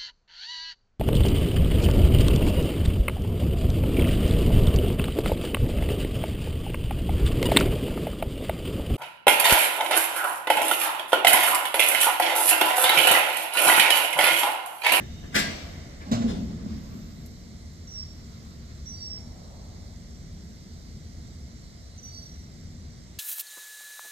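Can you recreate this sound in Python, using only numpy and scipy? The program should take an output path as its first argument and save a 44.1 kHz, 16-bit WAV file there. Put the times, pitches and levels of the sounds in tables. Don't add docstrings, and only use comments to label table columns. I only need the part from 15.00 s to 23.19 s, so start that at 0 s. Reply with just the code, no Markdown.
import sys
import numpy as np
from scipy import signal
from scipy.fft import rfft, irfft, next_fast_len
from scipy.io import wavfile
from scipy.ndimage import uniform_filter1d, map_coordinates

SR = 44100
rng = np.random.default_rng(int(sys.argv[2]) if len(sys.argv) > 2 else 0)


def to_linear_factor(level_db):
    exponent = np.asarray(level_db, float) / 20
    return 10 ** exponent


def to_wav(s):
    ch = np.atleast_2d(s).T
    pcm = np.round(np.clip(ch, -1, 1) * 32767)
    wavfile.write(sys.argv[1], SR, pcm.astype(np.int16))


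N = 361090
T = np.arange(N) / SR


def unit(x):
    return x / np.sqrt(np.mean(x ** 2) + 1e-20)


def along(points, hz):
    f, v = np.transpose(points)
    return np.interp(np.log(hz + 1), np.log(f + 1), v)


def curve(rows):
    s, value = np.transpose(rows)
    return np.interp(T, s, value)


def wobble(rate, size=N):
    knots = rng.standard_normal(int(size * rate / SR) + 4)
    return map_coordinates(knots, [np.arange(size) * rate / SR])


def filtered(x, response):
    m = next_fast_len(x.shape[-1] + 4096)
    return irfft(rfft(x, m) * response(np.fft.rfftfreq(m, 1 / SR)), m)[..., :x.shape[-1]]


def placed(x, lag):
    # frequency in Hz, level the left loses in dB per sample of lag.
    shadow = [(600, 0), (1500, -.1), (3000, 0.18), (5000, 0.314), (8000, 0.68), (15000, 0.1)]
    port = np.array([[1], [-1]])

    def response(hz):
        loss_db = port * lag * along(shadow, hz) / 2
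        return to_linear_factor(-loss_db) * np.exp(-1j * np.pi * port * hz * lag / SR)

    return filtered(x, response)


def diffuse(pair):
    ports_m, sound_m_per_s = 0.22, 343

    def mid_side(hz):
        angle = np.arccos(.97 * np.sinc(2 * hz * ports_m / sound_m_per_s)) / 2
        return np.array([np.cos(angle), np.sin(angle)])

    mid, side = filtered(pair, mid_side)
    return np.array([mid + side, mid - side])


def rush(spectrum, patchy_db, channels=2):
    z = signal.stft(rng.standard_normal((channels, N)), nperseg=512)[2]
    field = uniform_filter1d(rng.standard_normal(z.shape[1:]), size=6, axis=0)
    field = uniform_filter1d(field, size=14, axis=1)
    noise = signal.istft(z * to_linear_factor(patchy_db * unit(field)), nperseg=512)[1][:, :N]
    closed = [(spectrum[0][0] * .7, -120)] + list(spectrum) + [(16500, -120)]
    return unit(filtered(noise, lambda hz: to_linear_factor(along(closed, hz))))


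def dying(events, rise_s, fall_db_per_s):
    after = [(np.maximum(T - s, 0), db) for s, db in events]
    return sum(to_linear_factor(db - fall_db_per_s * t) * (1 - np.exp(-t / rise_s)) for t, db in after)


def sung(rows, waver_hz, flutter_db, octave_db):
    s, hz, db = np.transpose(rows)
    span = (T > s[0]) & (T < s[-1])
    t, out = T[span], np.zeros(N)
    pitch_hz = np.interp(t, s, hz) + waver_hz * wobble(117.3, size=len(t))
    phase = 2 * np.pi * np.cumsum(pitch_hz) / SR
    edge = np.clip(np.minimum(t - s[0], s[-1] - t) / 0.0034, 0, 1)
    level = edge * to_linear_factor(np.interp(t, s, db) + 8.0 + flutter_db * wobble(82.7, size=len(t)))
    octave = to_linear_factor(octave_db) * wobble(336, size=len(t)) * np.sin(2 * phase)
    out[span] = level * (np.sin(phase) + octave)
    return out


def blows(table, spread, clear, clear_db, t60_s, rise_s, longest_s):
    clump_hz, clump_db = 110, 2
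    out, t = np.zeros((2, N + SR)), np.arange(SR // 2) / SR
    hz, level_db, life_s = np.transpose(clear)[:, :, None]
    decay = to_linear_factor(level_db - 60 * t / np.minimum(life_s, longest_s))
    modes = (decay * np.sin(2 * np.pi * hz * t)).sum(axis=0)
    clumps = clump_db * rng.standard_normal(round(SR / 2 / clump_hz) + 2)

    def crowd_gain(f):
        return to_linear_factor(along(spread, f) + map_coordinates(clumps, [f / clump_hz]))

    for s, db, length_s, lag, tilt_db in table:
        contacts = rng.standard_normal(len(t)) * (rng.random(len(t)) < .05)
        force = contacts * (1 - np.exp(-t / rise_s)) * np.exp(-(t / length_s) ** 2)
        energy = np.abs(signal.fftconvolve(force ** 2, to_linear_factor(-120 * t / t60_s))[:len(t)])
        crowd = np.sqrt(energy) * filtered(rng.standard_normal(len(t)), crowd_gain)
        ring = unit(crowd) + to_linear_factor(clear_db) * unit(signal.fftconvolve(force, modes)[:len(t)])
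        ring = filtered(ring, lambda f: to_linear_factor(tilt_db * np.log2(f / 1800 + 0.072)))
        ring = ring / np.sqrt(np.mean(ring[:round(SR * (length_s + .03))] ** 2))
        out[:, round(s * SR):][:, :len(t)] += to_linear_factor(db) * placed(ring, lag)
    return out[:, :N]


def coupler_clank():
    # start in seconds, level in dB, rattle length in seconds, left lag in samples,
    # brightness in dB per octave.
    contacts = [
        (0.0, -42, 0.0075, -27.5, -7),
        (.225, -46, 0.026, -29, -7.5),
        (.318, -45, 0.05, -25, -4),
        (.341, -23, 0.03, -25.5, -1.5),
        (1.0, -46, 0.019, -17.5, -6),
        (.359, -29, 0.0075, -19, -2),
        (.385, -28.5, 0.0087, -23.5, 0),
        (1.345, -46, .04, -26, -14),
    ]
    # frequency in Hz, density in dB per Hz.
    knuckle = [(100, -33), (170, 6.5), (300, -1.5), (500, -5), (900, -3.5), (1400, -2.5), (1800, 1.5),
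               (2500, -1), (3500, -4), (5000, -8.5), (7500, -15.5), (10000, -21.5), (12500, -12),
               (14500, -49)]
    # frequency in Hz, level in dB, t60 in seconds.
    steel = [(1616, 0, .2), (1691, -1, .2), (1745, -1, .2), (1979, -3, .2), (2126, -5, .2), (2315, -5, .2),
             (3343, -8, .2), (3700, -11, .2), (4802, -9, .15), (5146, -10, .2), (5812, -5, .2),
             (7607, -6, .2), (8028, -11, .15), (8888, -11, .1), (10870, -17, .1), (11890, -11, .15),
             (12505, -18, .2)]
    return blows(contacts, knuckle, steel, clear_db=-3.5, t60_s=.16, rise_s=.004, longest_s=.18)


def boxcar_blows():
    # start in seconds, level in dB, rattle length in seconds, left lag in samples,
    # brightness in dB per octave.
    hits = [
        (1.055, -40.5, 0.083, 16.5, -0.5),
        (1.112, -28, 0.023, 19, 2.5),
        (1.21, -35, 0.025, 19.6, 1),
    ]
    # frequency in Hz, density in dB per Hz.
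    panels = [(60, -37), (110, -3), (230, 6), (320, -22.5), (600, -6), (900, -17.5), (1500, -19.5),
              (2500, -29.5), (4000, -29.5), (6000, -37), (7800, -36), (8800, -46), (14000, -59)]
    # frequency in Hz, level in dB, t60 in seconds.
    bolts = [(113, 0, .3), (610, -15, .09), (830, -14, .1), (3800, -20, .06), (4700, -24, .04),
             (6300, -27, .05), (7400, -28, .05)]
    return blows(hits, panels, bolts, clear_db=-4, t60_s=0.18, rise_s=.005, longest_s=0.63)


def drum(f):
    # frequency in Hz, width in Hz, level in dB.
    cavity = [(112.3, 16, -8), (175, 58, -6.5), (224.6, 32.3, 0), (383, 270, -17), (580, 570, -20)]
    modes = 0
    for k, (hz, width_hz, db) in enumerate(cavity):
        damping = 1j * f * width_hz
        modes = modes + (-1) ** k * to_linear_factor(db) * damping / (hz * hz - f * f + damping)
    return modes / (1 + 1j * f / 600) ** 2


def car_thuds():
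    # start in seconds, peak level in dB.
    pushes = [(1.119, -4.5), (1.179, -11), (1.241, -8), (1.304, -17), (1.379, -32), (1.421, -15),
              (1.454, -37), (1.529, -18), (1.637, -16), (1.66, -11), (1.734, -16), (1.788, -39),
              (1.908, -26), (1.952, -35)]
    impulses = np.zeros(N)
    for s, db in pushes:
        impulses[round(s * SR)] = to_linear_factor(db + 36)
    return placed(filtered(impulses, drum), 22)


def singing_wall():
    # start in seconds, length in seconds, level in dB.
    struck = [
        (1.11, 0.15, -30),
        (1.24, 0.064, -29),
    ]
    wall_hz, rise_s, fade_db = 231.2, 0.019, 4.5
    gong = np.zeros(N)
    for s, length_s, db in struck:
        rows = [(s, wall_hz, db - 7), (s + rise_s, wall_hz, db), (s + length_s, wall_hz, db - fade_db)]
        gong = gong + sung(rows, waver_hz=11.5, flutter_db=1.5, octave_db=-16)
    return placed(gong, 22)


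def rolling_jolt():
    # start in seconds, level in dB.
    groups = [
        (1.29, -27.5),
        (1.63, -42),
        (1.93, -43.5),
        (2.41, -48.5),
    ]
    pushes = rng.standard_normal((2, N)) * to_linear_factor(wobble(26.18))
    swell = dying(groups, rise_s=0.01, fall_db_per_s=38)
    return swell * diffuse(unit(filtered(pushes, drum)))


def brake_rod():
    # start in seconds, level in dB, rattle length in seconds, left lag in samples,
    # brightness in dB per octave.
    rattles = [
        (1.15, -51, .07, -26, -5.5),
        (1.272, -42, 0.043, -24.5, -4),
        (1.345, -53, 0.016, -29.5, -4),
    ]
    # frequency in Hz, density in dB per Hz.
    hanger = [(250, -13), (450, -0.5), (1000, -3.5), (2400, -8.5), (3200, -0.5), (5300, -4), (7500, -10.5),
              (13000, -21)]
    # frequency in Hz, level in dB, t60 in seconds.
    pins = [(3140, -9, 0.13), (4280, -4, 0.55), (4447, -18, 5.0), (5150, 0, 0.078), (5570, -20, 5.0)]
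    return blows(rattles, hanger, pins, clear_db=-9, t60_s=0.08, rise_s=.014, longest_s=.09)


def upper_squeals():
    # start in seconds, length in seconds, first pitch in Hz, last pitch in Hz, level in dB.
    held = [(2.872, .09, 5780, 5470, -54), (2.935, .13, 5680, 5400, -46), (3.855, .135, 5750, 5640, -50),
            (4.0, .19, 5640, 5440, -47), (7.045, .075, 5960, 5840, -54), (7.115, .25, 5800, 5770, -61),
            (7.13, .33, 5845, 5810, -63)]
    # start in seconds, pitch in Hz, level in dB.
    bites = [
        (2.907, 6340, -55),
        (3.885, 6370, -52),
        (6.975, 6370, -60),
        (7.027, 6220, -52),
    ]
    bite_s, bite_fall_hz, grip_s = 0.0426, 520, 0.013
    notes = [(*row, 1.15) for row in held]
    notes += [(s, bite_s, hz, hz - bite_fall_hz, db, 3.1) for s, hz, db in bites]
    u, song = np.linspace(0, 1, num=24), 0
    for s, length_s, first_hz, last_hz, db, settle in notes:
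        glide = (np.exp(-settle * u) - np.exp(-settle)) / (1 - np.exp(-settle))
        pitch_hz = last_hz + (first_hz - last_hz) * glide
        level_db = db - 8.5 * np.exp(-u * length_s / grip_s) - 10 * u ** 2
        octave_db = -18 - .1 * abs(pitch_hz.mean() - 5830)
        rows = np.transpose([s + u * length_s, pitch_hz, level_db])
        song = song + sung(rows, waver_hz=15.3, flutter_db=3, octave_db=octave_db)
    return song


def lower_squeals():
    # start in seconds, length in seconds, pitch in Hz, level in dB.
    swells = [
        (2.93, .12, 4550, -71),
        (3.91, .19, 4670, -57),
        (7.045, .26, 4570, -58),
    ]
    swell_db, swell_hz = 14, 50
    u, song = np.linspace(0, 1, num=24), 0
    dip = 1 - np.sin(np.pi * u)
    for s, length_s, hz, db in swells:
        rows = np.transpose([s + u * length_s, hz - swell_hz * dip, db - swell_db * dip])
        song = song + sung(rows, waver_hz=26, flutter_db=0.5, octave_db=-17)
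    return song


def brake_squeals():
    rasp = 1 + .15 * wobble(900)
    return to_linear_factor(3) * placed((upper_squeals() + lower_squeals()) * rasp, 12)


def yard_echoes(x):
    # frequency in Hz, t60 in seconds.
    decay = [(100, 1), (500, 0.8), (1800, 0.51), (3200, 0.87), (6000, 0.73), (12000, 0.22)]
    hz, t, z = signal.stft(rng.standard_normal((2, SR)), SR, nperseg=256)
    tail = signal.istft(z * to_linear_factor(-60 * t / along(decay, hz)[:, None]), SR, nperseg=256)[1]
    tail = diffuse(tail) * np.clip(np.arange(tail.shape[1]) / (SR * 0.0096), 0, 1)
    return signal.fftconvolve(x, tail / np.linalg.norm(tail[0]), axes=1)[:, :N]


def ticks():
    # start in seconds, peak level in dB.
    snaps = [
        (2.261, -41.5),
        (2.733, -58),
    ]
    out, t = np.zeros(N), np.arange(SR // 20) / SR
    for s, db in snaps:
        out[round(s * SR):][:len(t)] += to_linear_factor(db - 60 * t / 0.045) * rng.standard_normal(len(t))
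    return placed(filtered(out, lambda hz: (hz / 5000) ** 2 / (1 + (hz / 5000) ** 2)), -7)


def far_slack():
    # centre in seconds, spread in seconds, level in dB.
    runs = [
        (1.8, 0.36, -57),
        (3.4, 0.49, -61),
    ]
    # frequency in Hz, density in dB per Hz.
    clatter = [(600, -20), (1100, 1), (1700, -8), (3000, -9.5), (5000, -6), (8000, -30)]
    swell = sum(to_linear_factor(db) * np.exp(-((T - s) / lasts_s) ** 2) for s, lasts_s, db in runs)
    return swell * to_linear_factor(2.4 * wobble(27)) * diffuse(rush(clatter, patchy_db=2))


def gear_shake():
    # start in seconds, level in dB.
    shakes = [
        (.42, 6.5),
        (1.24, -8),
    ]
    return dying(shakes, rise_s=0.02, fall_db_per_s=60 / 2.75)


def air_leak():
    # frequency in Hz, density in dB per Hz.
    hiss = [(800, -5.5), (1300, -5.5), (2000, -21.5), (2700, -10), (3300, -5.5), (4000, 1), (5000, 1.5),
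            (6000, 0.5), (6800, -6.5), (7400, -4.5), (8200, -2.5), (9500, -6.5), (11000, -22.5),
            (12500, -32), (15000, -53)]
    direct, *scattered = rush(hiss, patchy_db=1.18, channels=3)
    level = np.hypot(to_linear_factor(-54), to_linear_factor(-54) * gear_shake())
    return level * placed(0.51 * direct + 0.46 * np.array(scattered), 12.64)


def thin_leak():
    # time in seconds, level in dB.
    pressure = [(0.0, -76), (0.34, -77), (0.5, -67), (0.93, -80.5), (1.41, -75), (1.6, -81), (1.85, -73),
                (1.98, -73), (2.23, -76), (2.57, -81), (3.51, -77.5), (3.6, -79.5), (5.36, -81),
                (5.52, -79.5), (6.98, -82.5), (7.16, -80), (7.98, -84), (8.19, -83)]
    # frequency in Hz, density in dB per Hz.
    hiss = [(7500, -38), (9500, -21), (11000, -7), (11800, 10), (13000, 6.5), (14900, 5), (15200, -20)]
    return to_linear_factor(curve(pressure) + 7.0) * rush(hiss, patchy_db=.8)


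def engines():
    # time in seconds, level in dB.
    strength = [(0.0, -41), (1.03, -42.5), (1.16, -40), (1.3, -34), (1.82, -40.5), (2.42, -45), (3.92, -44),
                (4.86, -44.5), (5.27, -43), (5.66, -45), (6.07, -43), (6.86, -47), (7.64, -44), (8.19, -45.5)]
    # frequency in Hz, density in dB per Hz.
    rumble = [(12, -54), (20, -14.5), (81, -1), (108, -11), (173, -9.5), (206, -14), (232, -10),
              (269, -21.5), (352, -25.5), (500, -31), (650, -48), (1100, -120)]
    level_db = curve(strength) + 2 + 0.33 * wobble(3.93)
    return to_linear_factor(level_db) * diffuse(rush(rumble, patchy_db=0.5))


def traffic():
    # frequency in Hz, density in dB per Hz.
    murmur = [(250, 5.5), (400, -1), (700, 3), (850, -9), (1300, -7.5), (1750, -7.5), (2100, -2),
              (2600, -17.5), (3500, -25.5)]
    busy = to_linear_factor(-59.5 + 5 * np.exp(-T / 1.16))
    return np.hypot(busy, to_linear_factor(-48) * gear_shake()) * diffuse(rush(murmur, patchy_db=0.54))


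def passing_car():
    # frequency in Hz, density in dB per Hz.
    tyres = [(300, -8), (600, 7.5), (1000, 0.5), (1300, -7), (2000, -35)]
    swell = to_linear_factor(-56.0) * np.exp(-((T - 4.52) / 0.41) ** 2)
    return swell * diffuse(rush(tyres, patchy_db=-0.5))


def narrow(hz, width_hz):
    b, a = signal.iirpeak(hz, hz / width_hz, SR)
    return unit(signal.lfilter(b, a, rng.standard_normal((2, N))))


def insects():
    # frequency in Hz, width in Hz, level in dB, fade in seconds.
    whines = [(3696, 36, -59.5, 1.0), (6070, 60, -64.5, 0.76), (2940, 250, -61, 1.0)]
    pulses = np.clip(np.sin(2 * np.pi * np.cumsum(52 + wobble(3)) / SR) + .3, 0, 1)
    song = to_linear_factor(-67 + wobble(2)) * pulses * placed(narrow(7390, 180), 12)
    for hz, width_hz, db, fade_s in whines:
        song = song + to_linear_factor(db) * np.exp(-(T / fade_s) ** 2) * narrow(hz, width_hz)
    return song


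def scene():
    left = coupler_clank() + brake_rod()
    boxcar = boxcar_blows()
    brakes = brake_squeals()
    echoes = yard_echoes(to_linear_factor(-6.5) * left + to_linear_factor(-7.5) * boxcar + to_linear_factor(-14) * brakes)
    train = left + boxcar + car_thuds() + singing_wall() + rolling_jolt() + brakes + echoes
    night = air_leak() + thin_leak() + engines() + traffic() + passing_car() + insects()
    return train + ticks() + far_slack() + night


def top_cut(x):
    return signal.sosfilt(signal.butter(12, 15670, fs=SR, output="sos"), x)


def record(dry):
    # frequency in Hz, gain in dB.
    right_port = [(100, -0.5), (2000, 0.5), (7600, 1), (8400, -23), (11000, -2.5), (15000, -4.5)]
    top_hz = 15650
    ports = filtered(dry, lambda hz: (hz < top_hz) * to_linear_factor([0 * hz, along(right_port, hz)]))
    return top_cut(ports)


dry = scene()
out = record(dry)
to_wav(out)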